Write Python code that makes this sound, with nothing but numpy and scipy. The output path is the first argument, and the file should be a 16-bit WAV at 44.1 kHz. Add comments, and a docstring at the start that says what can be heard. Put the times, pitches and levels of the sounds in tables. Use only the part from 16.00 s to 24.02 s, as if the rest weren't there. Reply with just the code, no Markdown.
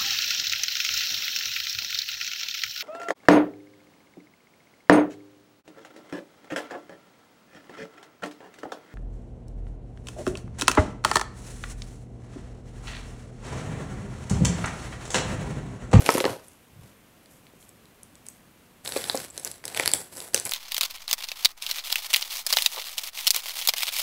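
"""A taped plastic mailer is pressed and gripped on a table; a second scene then plays at once, in which it is held up
and ripped open by hand, close to a phone. Its film sounds as single creases, made of short noise pushes that ring a
fold, over a dense crinkle of tiny clicks and sliding hiss. On the table the parcel adds hollow knocks, made of decaying
sines, and a small room answers; held up and torn, the loose film sounds thin, bright and dry. Shaped noise gives
a bump and a scuff, room hiss behind the first scene and a faint rumble behind the second."""
import sys
import numpy as np
from scipy import signal
from scipy.fft import rfft, irfft
from scipy.io import wavfile
from scipy.ndimage import uniform_filter1d

SR = 44100
rng = np.random.default_rng(int(sys.argv[2]) if len(sys.argv) > 2 else 0)


def store_wav(level_fs):
    """Save 16-bit WAV to argv[1]."""
    pcm = np.round(np.clip(np.atleast_2d(level_fs), -1, 1) * 32767)
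    wavfile.write(sys.argv[1], SR, pcm.T.astype(np.int16))


N = 353682
TIME = np.arange(N) / SR
GRIP_S, SECOND_SCENE_S = 2.7, 4.51  # the stroking hand starts to grip; the second scene starts (seconds)


def undb(db):
    """Turn decibels into gain."""
    return 10 ** (np.asarray(db) / 20)


def unit(x):
    """Scale to an rms level of 1."""
    return x / np.sqrt(np.mean(x ** 2) + 1e-18)


def add(out, s, x):
    """Mix x into out from time s, in seconds."""
    i = max(int(s * SR), 0)
    out[i:i + len(x)] += x[:max(N - i, 0)]


def band(x, edges_hz, order=3):
    """Keep the frequencies between two edges."""
    sos = signal.butter(order, np.clip(edges_hz, 10, .48 * SR), "band", fs=SR, output="sos")
    return signal.sosfilt(sos, x)


def ring(x, hz, q):
    """One resonance with gain 1 at its centre; a higher q rings longer."""
    centre_hz = min(hz, .4 * SR)
    b, a = signal.iirpeak(centre_hz, max(q, hz / (.4 * SR), .5), fs=SR)
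    return signal.lfilter(b, a, x)


def response(points, size=1024):
    """Impulse response with the given (Hz, dB) colour and its energy as early as possible."""
    hz, db = np.transpose(points)
    bins_hz = np.fft.rfftfreq(size, 1 / SR)
    log_gain = np.log(undb(np.interp(np.log(bins_hz + 1), np.log(hz), db)))
    # folding the cepstrum forward in time gives the minimum-phase response
    cepstrum = irfft(log_gain)
    cepstrum[1:size // 2] *= 2
    cepstrum[size // 2 + 1:] = 0
    return irfft(np.exp(rfft(cepstrum)))


def through(x, impulse):
    """Convolve, keeping the length."""
    return signal.oaconvolve(x, impulse)[:len(x)]


def walk(rate):
    """Random wander through about `rate` new values per second, joined by straight lines."""
    count = max(int(N / SR * rate), 2)
    return 0.94 * np.interp(np.arange(N), np.linspace(0, N, count), rng.standard_normal(count))


def level_curve(points):
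    """Gain over time from (seconds, dB) points, practically silent outside them."""
    return undb(np.interp(TIME, *np.transpose(points), left=-120, right=-120))


def background():
    """Steady noise: even room hiss behind the first scene, a faint low rumble behind the second."""
    # Colour of the still room. Each row: frequency in Hz, level in dB.
    hiss_colour = [(15, -45), (25, -13), (97, -6), (249, -4.5), (463, -11.5), (531, -11.5), (818, -15.5),
                   (1100, -15), (1290, -17), (2840, -19.5), (4870, -27), (14000, -26), (16000, -30)]
    # Colour of the rumble. Each row: frequency in Hz, level in dB.
    rumble_colour = [(15, 5), (30, -4), (60, -11.5), (120, -17.5), (300, -17.5), (1000, -33)]
    hiss = unit(through(rng.standard_normal(N), response(hiss_colour, size=8192))) * undb(-56.5)
    rumble = unit(through(rng.standard_normal(N), response(rumble_colour, size=8192))) * undb(-60)
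    return np.where(TIME < SECOND_SCENE_S, hiss, rumble)


def effort(starts, lengths, levels_db, attack_s, release_s, rest_db):
    """Gain of the rustle: each move of the hand sets in, holds and dies away, over the faint stir of held film."""
    power = np.full(N, undb(rest_db) ** 2)
    for s, length_s, db in zip(starts, lengths, levels_db):
        t = np.arange(int((length_s + 10 * release_s) * SR)) / SR
        rise = np.minimum(t / attack_s, 1)
        fall = np.exp(-np.maximum(t - length_s, 0) / release_s)
        add(power, s, (undb(db) * rise * fall) ** 2)
    return np.sqrt(power)


def film_voices(colour):
    """Split the film's colour into three impulse responses: broad panels, folds and sharp crack."""
    # Ranges of the panels, the folds and the crack. Each row: low edge in Hz, high edge in Hz.
    voice_edges = [(130, 1600), (1600, 6000), (6000, 17000)]
    return [band(response(colour), edges) for edges in voice_edges]


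def crinkle(levels, colour, rate, scatter_db, slip_rate, slip_s, slip_db, slide_db,
            facet_q, facet_db, shift_db, flicker_db, count=16):
    """Tiny creases pop on facets of many sizes, over the hiss of film sliding on film.

    levels holds the gains of panel, fold and crack; the rates count pops and slips per second.
    """
    pops = np.zeros(N)
    for facet_hz in np.geomspace(700, 14000, count):
        at = np.flatnonzero(rng.random(N) < rate / count / SR)
        chance = rng.standard_normal(N)[at]
        clicks = np.zeros(N)
        clicks[at] = np.sign(chance) * undb(scatter_db * np.minimum(chance ** 2, 4))
        # the strain wanders from facet to facet, so the colour keeps shifting
        facet_gain = undb(facet_db + shift_db * walk(25))
        pops += clicks + facet_gain * ring(clicks, facet_hz, facet_q)
    # every slip of the fingers sets off a flurry that starts at once and dies away
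    slip_starts = 1. * (rng.random(N) < slip_rate / SR)
    flurries = signal.lfilter([1], [1, -np.exp(-1 / (slip_s * SR))], slip_starts)
    slide = undb(slide_db) * rng.standard_normal(N)
    push = (unit(pops) + slide) * np.sqrt(1 + undb(slip_db) ** 2 * flurries)
    # the flurries share out the effort of the hand, which wavers a little
    local_power = uniform_filter1d(push ** 2, size=3000)
    push = push / np.sqrt(local_power + 1e-9) * undb(flicker_db * walk(40))
    return sum(unit(through(push, voice)) * gain for voice, gain in zip(film_voices(colour), levels))


def table_rumble(panel, gain_db, edges_hz):
    """The table top carries the low part of the pressing: low noise that follows the panels' gain."""
    return unit(band(rng.standard_normal(N), edges_hz)) * undb(gain_db) * panel


def pressed_creases(panel_db, panel_db_per_octave, typical_hz):
    """List the pressed creases as rows for snaps(); a low-ringing crease moves more of the panels around it."""
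    # Creases snapping on the table. Each row: time in seconds, fold level in dB, fold ring in Hz,
    # crack level in dB relative to the fold.
    creases = [(0.0632, -25, 2900, -4), (0.0907, -17.5, 1940, -18), (0.1039, -27.5, 5300, 0),
               (0.123, -33, 3810, 1), (0.1815, -30.5, 2430, 4), (0.2034, -22, 2120, -25),
               (0.2416, -27, 2210, -24), (0.253, -23, 2580, -30), (1.2586, -54, 3770, -6),
               (1.468, -52.5, 2880, -12), (1.6273, -55, 3380, -4), (1.692, -69, 3270, 22),
               (1.8556, -56, 3870, -5), (2.0322, -58.5, 5730, 16.5), (2.1545, -58.5, 3500, 9),
               (2.2664, -51.5, 5680, 9), (2.286, -46.5, 5740, 10.5), (2.8603, -34, 3510, -12),
               (2.876, -29.5, 3730, -6), (2.9218, -30.5, 4280, -4), (2.9628, -32, 2530, -10),
               (2.9742, -30, 4700, -4), (3.0412, -30.5, 3840, -5), (3.0976, -19, 3840, -14),
               (3.154, -41, 5170, 9), (3.1742, -30.5, 4900, -4), (3.3777, -32.5, 5600, -0.5),
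               (3.448, -33.5, 5700, 8), (3.3968, -47, 5160, 10), (3.475, -35, 4600, 0),
               (3.5149, -42, 4540, 8.5), (3.6404, -39, 1940, -11), (3.6538, -36.5, 4600, 7),
               (3.6797, -35.5, 3830, 2.5), (3.7469, -32.5, 2600, -1), (3.7742, -25, 3600, -4),
               (3.7975, -18.5, 2220, -7.5), (3.8357, -30, 2730, -11), (3.8589, -23, 4270, 0),
               (3.8769, -17.5, 4570, -1.5), (3.9162, -31.5, 4480, 3), (3.9363, -22, 3360, 9.5),
               (4.1698, -46, 4670, 9), (4.2032, -36.5, 4500, 0.5), (4.345, -22.5, 2940, 9.5),
               (4.3622, -28.5, 3420, -5), (4.377, -29.5, 4120, -7), (4.3987, -38, 4280, 12),
               (4.4529, -44, 4400, 18), (4.4934, -34.5, 4320, 3)]
    rows = []
    for s, db, hz, crack_db in creases:
        rows.append((s, db, hz, panel_db - panel_db_per_octave * np.log2(hz / typical_hz), crack_db))
    return rows


def small_snaps(gain, start_s, end_s, over_db, scatter_db, fold_hz, octaves, panel_db, crack_db, count):
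    """List lesser creases at random times as rows for snaps(), with levels that follow the rustle's gain."""
    when, size, tune, broad, sharp = rng.uniform(-1, 1, size=(count, 5)).T
    s = start_s + (when + 1) / 2 * (end_s - start_s)
    # one crease sets off its neighbour a moment later, typically 14 ms
    s[1::2] = s[::2] + .014 * (1 + when[1::2] / 2)
    db = 20 * np.log10(np.interp(s, TIME, gain) + 1e-9) + over_db + scatter_db * size
    hz = fold_hz * 2 ** (octaves * tune)
    return list(zip(s, db, hz, panel_db + scatter_db * broad, crack_db + scatter_db * sharp))


def dulled(colour, top_db):
    """A big crease is darker at the very top than the fine rustle."""
    return [(hz, db + top_db * (hz > 11500)) for hz, db in colour]


def snaps(rows, colour, buckle_s, swell, creak_s, creak_db, shiver_s, shiver_db, fold_q, spread_db, bounce):
    """A crease creaks under strain, buckles in about a millisecond, rings its fold and leaves the sheet shivering.

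    Each row: time in seconds, fold level in dB, fold ring in Hz, then panel and crack in dB relative to the fold.
    """
    lead_s, measure_s = .008, .004  # room for the creak; stretch of sound that sets the level
    out, t, voices = np.zeros(N), np.arange(2048) / SR - lead_s, film_voices(colour)
    first = (t > -measure_s / 4) & (t < 3 * measure_s / 4)
    after, age = t >= 0, np.abs(t)
    typical_db = np.median(np.array(rows)[:, 1])
    for s, db, hz, panel_db, crack_db in rows:
        jolt, shiver, grain = rng.standard_normal((3, len(t)))
        path = rng.random()
        # a louder snap runs further along the crease
        run_s = buckle_s * undb(swell * (db - typical_db))
        buckle = jolt * np.exp(-age / run_s)
        shivering = undb(shiver_db) * shiver * np.abs(grain) * np.exp(-age / shiver_s)
        push = after * (buckle + shivering)
        # the far wall of the bag throws it back, by another path for each crease
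        push = push - bounce * np.roll(push, int((.0003 + .0009 * path) * SR))
        creak = ~after * undb(creak_db) * shiver * np.exp(-age / creak_s)
        panel = through(push, voices[0])
        fold = through(push + creak, voices[1])
        crack = through(push, voices[2])
        fold = ring(fold, hz, fold_q) + undb(spread_db) * fold
        for part, part_db in ((panel, panel_db), (fold, 0), (crack, crack_db)):
            add(out, s - lead_s, part * undb(db + part_db) / np.sqrt(np.mean(part[first] ** 2)))
    return out


def knocks():
    """The hand knocks the filled parcel: its modes ring in a new mix, and a softer contact leaves only the low ones."""
    # Knocks of the hand. Each row: time in seconds, level in dB, contact cut-off in Hz.
    hits = [(0.09, -14.5, 2200), (.152, -22, 397), (0.178, -24.5, 1110), (.207, -25, 504),
            (0.2416, -22.5, 1300), (.2545, -21.5, 586), (0.263, -25.5, 2200), (0.278, -31, 900),
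            (0.449, -66, 900), (1.535, -54, 600), (2.9619, -25, 610), (3.146, -26, 565),
            (3.798, -31.5, 1800), (4.345, -32.5, 700)]
    # Modes of the parcel before random variation. Each row: frequency in Hz, relative level in dB,
    # time to fall by 60 dB in seconds.
    parcel_modes = [(301.5, -10.5, 0.045), (387, -2.5, 0.031), (462, -11.5, 0.031), (534, 0.5, 0.037),
                    (630, 4.5, 0.0094), (880, -2.5, 0.035), (1120, -5, 0.037), (1364, -9.5, 0.051),
                    (1894, -3, 0.018)]
    out, t = np.zeros(N), np.arange(6000) / SR
    hz, db, t60 = np.transpose(parcel_modes)[:, :, None]
    measure_s = .015  # opening stretch that sets the level
    for s, level_db, contact_hz in hits:
        detune, place = rng.standard_normal((2, len(parcel_modes), 1))
        tones = np.sin(2 * np.pi * hz * (1 + 0.036 * detune) * t)
        modes = undb(db + 3.1 * place) * tones * np.exp(-np.log(1000) * t / t60)
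        flip = rng.choice([-1, 1], (len(parcel_modes), 1))
        contact = signal.butter(2, contact_hz, fs=SR, output="sos")
        knock = signal.sosfilt(contact, (flip * modes).sum(axis=0))
        # so small a parcel radiates little bass
        knock = band(knock, [230, 5000], order=2)
        add(out, s, knock * undb(level_db) / np.sqrt(np.mean(knock[:int(measure_s * SR)] ** 2)))
    return out


def room(x, t60_s, low_db, high_db):
    """Diffuse answer of a small room: a noise tail that builds up over a few milliseconds, then dies away."""
    t = np.arange(SR // 2) / SR
    tail = rng.standard_normal(len(t)) * np.exp(-np.log(1000) * t / t60_s) * (1 - np.exp(-t / 0.0019))
    colour = response([(500, low_db), (3000, high_db), (12000, high_db + 0.5)])
    return through(x, through(tail / np.linalg.norm(tail), colour))


def bump():
    """A dull, brief swell of low noise as the arm moves over the table."""
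    # Course of the swell. Each row: time in seconds, level in dB.
    swell_points = [(.69, -80), (.735, -50), (.755, -55), (.812, -44), (.83, -46.5), (.852, -47),
                    (.89, -62), (.96, -83)]
    return unit(band(rng.standard_normal(N), [72, 150], order=2)) * level_curve(swell_points)


def on_table():
    """First scene: knocks, snaps and crinkle of the lying parcel, answered by the room."""
    # The fingers press, slide and grip. Each row: start in seconds, length in seconds, fold level in dB,
    # then panel and crack in dB relative to the fold.
    presses = [(0, 0.0057, -37, 3.5, 0.5), (0.043, .15, -35, -1.5, -2), (0.246, 0.051, -41.5, 7.5, -3),
               (0.423, 0.088, -66.5, -1, 7.5), (0.803, 0.073, -63.5, 2, 0.5), (1.295, 0.044, -70, 2, 11),
               (1.58, 0.063, -77, -4, 17.5), (2.24, 0.094, -66, -3, 4), (2.838, 0.071, -45, 0, 4.5),
               (2.923, 0.083, -38.5, -3.5, 0.5), (3.038, 0.19, -43, -2, 2), (3.324, 0.15, -52.5, -0.5, 2.5),
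               (3.438, 0.063, -48.5, -2.5, 3), (3.636, 0.097, -48.5, 0, 0), (3.753, 0.12, -38, -2.5, -2.5),
               (3.931, 0.019, -38.5, 1, 5.5), (4.113, 0.14, -50.5, 0.5, 6), (4.331, 0.033, -39, -2.5, -2),
               (4.439, 0.027, -42.5, -1, 4.5)]
    # Colour of the film under a flat, stroking hand. Each row: frequency in Hz, level in dB.
    stroked = [(60, -50), (120, -16), (280, -2.5), (500, 0.5), (760, -4), (1200, -10), (2050, -9.5),
               (2900, -8.5), (4200, -12), (6800, -14), (11500, -12.5), (16000, -27)]
    # Colour of the film lying on the table. Each row: frequency in Hz, level in dB.
    lying = [(60, -43), (120, -20), (280, -5), (500, -.5), (760, -4.5), (1200, -10), (2050, -8),
             (2900, -12), (4200, -9.5), (6800, -15), (8000, -6.5), (9100, -14.5), (10300, -7), (12000, -14),
             (16000, -23)]
    s, length, db, panel_db, crack_db = np.transpose(presses)
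    panel, fold, crack = (
        effort(s, length, db + part_db, attack_s=0.014, release_s=0.048, rest_db=-74) * (TIME < SECOND_SCENE_S)
        for part_db in (panel_db, 0, crack_db))
    rows = pressed_creases(panel_db=-10.0, panel_db_per_octave=3.5, typical_hz=3770)
    rows += small_snaps(fold, 0, SECOND_SCENE_S, over_db=-3.5, scatter_db=4.5, fold_hz=4230, octaves=0.44,
                        panel_db=-9, crack_db=4.5, count=36)
    snapping = snaps(rows, dulled(lying, top_db=-5.5), buckle_s=0.00034, swell=0.038,
                     creak_s=0.00063, creak_db=-26, shiver_s=0.0023, shiver_db=-19.5,
                     fold_q=3.9, spread_db=-15, bounce=0.37)
    levels = np.array([panel, fold, crack])
    # a flat hand strokes the film before the fingers grip its edge
    stroking = crinkle(levels * (TIME < GRIP_S), stroked, rate=1400, scatter_db=3,
                       slip_rate=77, slip_s=0.0032, slip_db=5, slide_db=-5.5,
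                       facet_q=9.7, facet_db=-7, shift_db=11, flicker_db=1.2)
    pressing = crinkle(levels * (TIME >= GRIP_S), lying, rate=1500, scatter_db=4,
                       slip_rate=85, slip_s=0.0024, slip_db=7.5, slide_db=-1.5,
                       facet_q=9.7, facet_db=-7, shift_db=13, flicker_db=1.15)
    direct = knocks() + snapping + stroking + pressing
    answer = room(direct, t60_s=0.27, low_db=-9.5, high_db=-11.5)
    return direct + answer + table_rumble(panel, gain_db=-9, edges_hz=[68, 180]) + bump()


def jerks(uneven, scatter_db, octaves):
    """List each rip as rows for snaps(): one snap, or a short run uneven in spacing, size and pitch."""
    # Film and tape giving way. Each row: time in seconds, number of jerks, fold level in dB,
    # fold ring in Hz, then panel and crack in dB relative to the fold.
    rips = [(4.512, 1, -33.5, 4980, -22, 6), (4.52, 1, -26, 3090, -7, -5),
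            (4.5358, 1, -23, 3230, -25, -2.5), (4.7196, 1, -27.5, 3630, -15, -3),
            (4.7452, 1, -25, 3150, -15, -1), (4.7663, 1, -25, 3230, -16, -5), (4.7803, 1, -26, 4190, -6, 2),
            (4.81, 2, -21.5, 3550, -12, -4), (4.8324, 2, -24.5, 3700, -12, -5),
            (5.0791, 1, -27.5, 4030, -14, -9), (5.1118, 1, -22, 4200, -14.5, -3),
            (5.1297, 1, -18.5, 4370, -10.5, 0), (5.1358, 1, -26, 4490, -7, 1),
            (5.237, 2, -30, 4000, -13, -7), (5.2871, 1, -30.5, 4300, -18, -8),
            (5.3167, 1, -28.5, 3630, -9, -7), (5.4477, 1, -17, 3900, -20.5, -2),
            (5.4515, 2, -12, 3970, -18.5, -9), (5.6232, 1, -30.5, 4100, -21, -2),
            (5.6648, 1, -25.5, 3830, -31, -10), (5.7123, 1, -22, 3800, -36, -3.5),
            (5.9257, 1, -18, 4000, -16, -5.5), (5.957, 1, -19, 3080, -13.5, -6.5),
            (6.1317, 2, -23.5, 3430, -12, -1), (6.1394, 2, -13, 3000, -22.5, -11),
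            (6.1611, 2, -22, 3530, -15, -2), (6.225, 1, -24, 4400, -17, -11),
            (6.4653, 2, -25.5, 4180, -14, -0.5), (6.504, 1, -26.5, 3920, -8.5, -3),
            (6.527, 3, -18.5, 3720, -12, -4.5), (6.5699, 1, -14.5, 3600, -8, -8.5),
            (6.5857, 1, -21, 3280, -10, -7), (6.6221, 1, -22, 4000, -24, -1),
            (6.661, 1, -12, 3820, -20, -7.5), (6.9808, 2, -27.5, 3520, -23, -4),
            (7.2688, 3, -19, 4160, -20, -3), (7.3057, 2, -19, 4200, -24, 1),
            (7.3454, 1, -25.5, 3400, -9, -0.5), (7.3626, 1, -25, 3860, -8.5, 5.5),
            (7.4586, 1, -33.5, 3650, -5, -4), (7.674, 1, -19, 3820, -14, 2.5),
            (7.782, 1, -29, 4000, -12, 0), (7.6871, 2, -15, 4030, -12, -3),
            (7.7371, 1, -25.5, 4050, -3.5, -3.5), (7.822, 1, -25.5, 3070, -24, -8),
            (7.8325, 1, -22, 4020, -5.5, -4.5), (7.8894, 1, -26, 3930, -11, -8)]
    jerk_s = 0.0046  # typical time between the jerks of a rip
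    rows = []
    for s, count, db, hz, panel_db, crack_db in rips:
        # a single jerk stays exactly as listed
        late, size, tune = rng.uniform(-1, 1, size=(3, 4)) * (round(count) > 1)
        for k in range(int(round(count))):
            jerk_at = s + jerk_s * (k + uneven * late[k] * (k > 0))
            jerk_hz = hz * 2 ** (octaves * tune[k])
            rows.append((jerk_at, db + scatter_db * size[k], jerk_hz, panel_db, crack_db))
    return rows


def scuff(slip_rate, edges_hz):
    """The parcel scuffs briefly as it is turned over: quick uneven slips sound its middle range."""
    # Course of the scuff. Each row: time in seconds, level in dB.
    scuff_points = [(6.735, -65), (6.757, -39), (6.783, -40), (6.797, -46), (6.83, -74)]
    slips = (rng.random(N) < slip_rate / SR) * rng.standard_normal(N)
    return unit(band(slips, edges_hz)) * level_curve(scuff_points)


def in_the_air():
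    """Second scene: the film of the held-up bag stretches and rips, close and dry."""
    # The hands pull at the film. Each row: start in seconds, length in seconds, fold level in dB.
    pulls = [(4.512, 0.051, -39), (4.597, 0.041, -42), (4.675, 0.11, -40.5), (4.812, 0.048, -34),
             (4.897, 0.013, -33), (4.938, 0.023, -42), (4.99, 0.0094, -46), (5.012, 0.013, -39),
             (5.073, 0.043, -36.5), (5.174, 0.031, -40.5), (5.214, 0.038, -39.5), (5.26, 0.064, -44.5),
             (5.351, 0.1, -41.5), (5.463, 0.052, -48.5), (5.609, 0.06, -39), (5.662, 0.059, -35),
             (5.736, 0.052, -35), (5.835, 0.23, -36), (6.092, 0.13, -36.5), (6.226, 0.077, -41),
             (6.294, .12, -35.5), (6.479, .19, -33), (6.677, 0.13, -38.5), (6.805, 0.14, -41.5),
             (6.969, 0.024, -38), (7.001, .015, -36), (7.029, 0.061, -37), (7.141, 0.15, -36),
             (7.327, 0.079, -35.5), (7.428, 0.088, -37), (7.527, 0.076, -36.5), (7.576, 0.13, -34.5),
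             (7.758, 0.082, -31.5), (7.846, 0.041, -34.5), (7.904, 0.083, -32), (7.947, 0.082, -30)]
    # The film goes slack between pulls. Each row: start in seconds, length in seconds.
    slack_spells = [(5.522, 0.05), (7.102, 0.019)]
    # Crack of the stretching film. Each row: time in seconds, level in dB relative to the folds.
    taut_crack = [(4.55, -5.5), (5.2, -4.5), (5.7, -4), (6.1, -3.5), (6.5, -2), (7.4, -2), (8, -1.5)]
    # Colour of the film in the air. Each row: frequency in Hz, level in dB.
    held_up = [(120, -72), (220, -42.5), (350, -30), (470, -24), (620, -17), (860, -14.5), (1100, -13.5),
               (1600, -15.5), (2150, -4.5), (3250, -1.5), (4350, -3), (7100, -7.5), (11300, -7),
               (16000, -6)]
    slack = sum(1. * ((TIME > s) & (TIME < s + length)) for s, length in slack_spells)
    slack = uniform_filter1d(slack, size=400)
    fold = effort(*np.transpose(pulls), attack_s=0.011, release_s=.012, rest_db=-52)
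    fold = fold * undb(-13.5 * slack) * (TIME >= SECOND_SCENE_S)
    # panels lie 11 dB below the folds at a typical pull; a harder pull goes mostly into the folds
    typical_pull_db = -35
    panel = undb(typical_pull_db - 11) * (fold / undb(typical_pull_db)) ** 0.6
    crack = fold * undb(np.interp(TIME, *np.transpose(taut_crack)))
    rows = jerks(uneven=.15, scatter_db=3.5, octaves=0.37)
    rows += small_snaps(fold, SECOND_SCENE_S, N / SR, over_db=4.5, scatter_db=1.5, fold_hz=3700, octaves=0.38,
                        panel_db=-11.5, crack_db=-9, count=48)
    ripping = snaps(rows, held_up, buckle_s=0.00072, swell=0.3,
                    creak_s=0.00068, creak_db=-18, shiver_s=0.0056, shiver_db=-13.5,
                    fold_q=2.4, spread_db=-18, bounce=0.3)
    stretching = crinkle((panel, fold, crack), held_up, rate=1700, scatter_db=1.0,
                         slip_rate=85, slip_s=0.0052, slip_db=7, slide_db=-7,
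                         facet_q=13, facet_db=7.5, shift_db=3.5, flicker_db=1.9)
    return ripping + stretching + scuff(slip_rate=440, edges_hz=[450, 1150])


def scene():
    """Pressing on the table, then the second scene of tearing in the air, over the background."""
    return (on_table() + in_the_air() + background())[None]


def record(dry):
    """Shift the second scene slightly off zero, limit the sharpest snaps at full scale and cut the top."""
    shifted = dry - 0.0025 * np.clip((TIME - SECOND_SCENE_S) / 0.014, 0, 1)
    top_cut = signal.ellip(10, .2, 70, 15700, fs=SR, output="sos")  # low-pass at 15700 Hz
    return signal.sosfilt(top_cut, np.clip(shifted, -1, 1))


dry = scene()
out = record(dry)
store_wav(out)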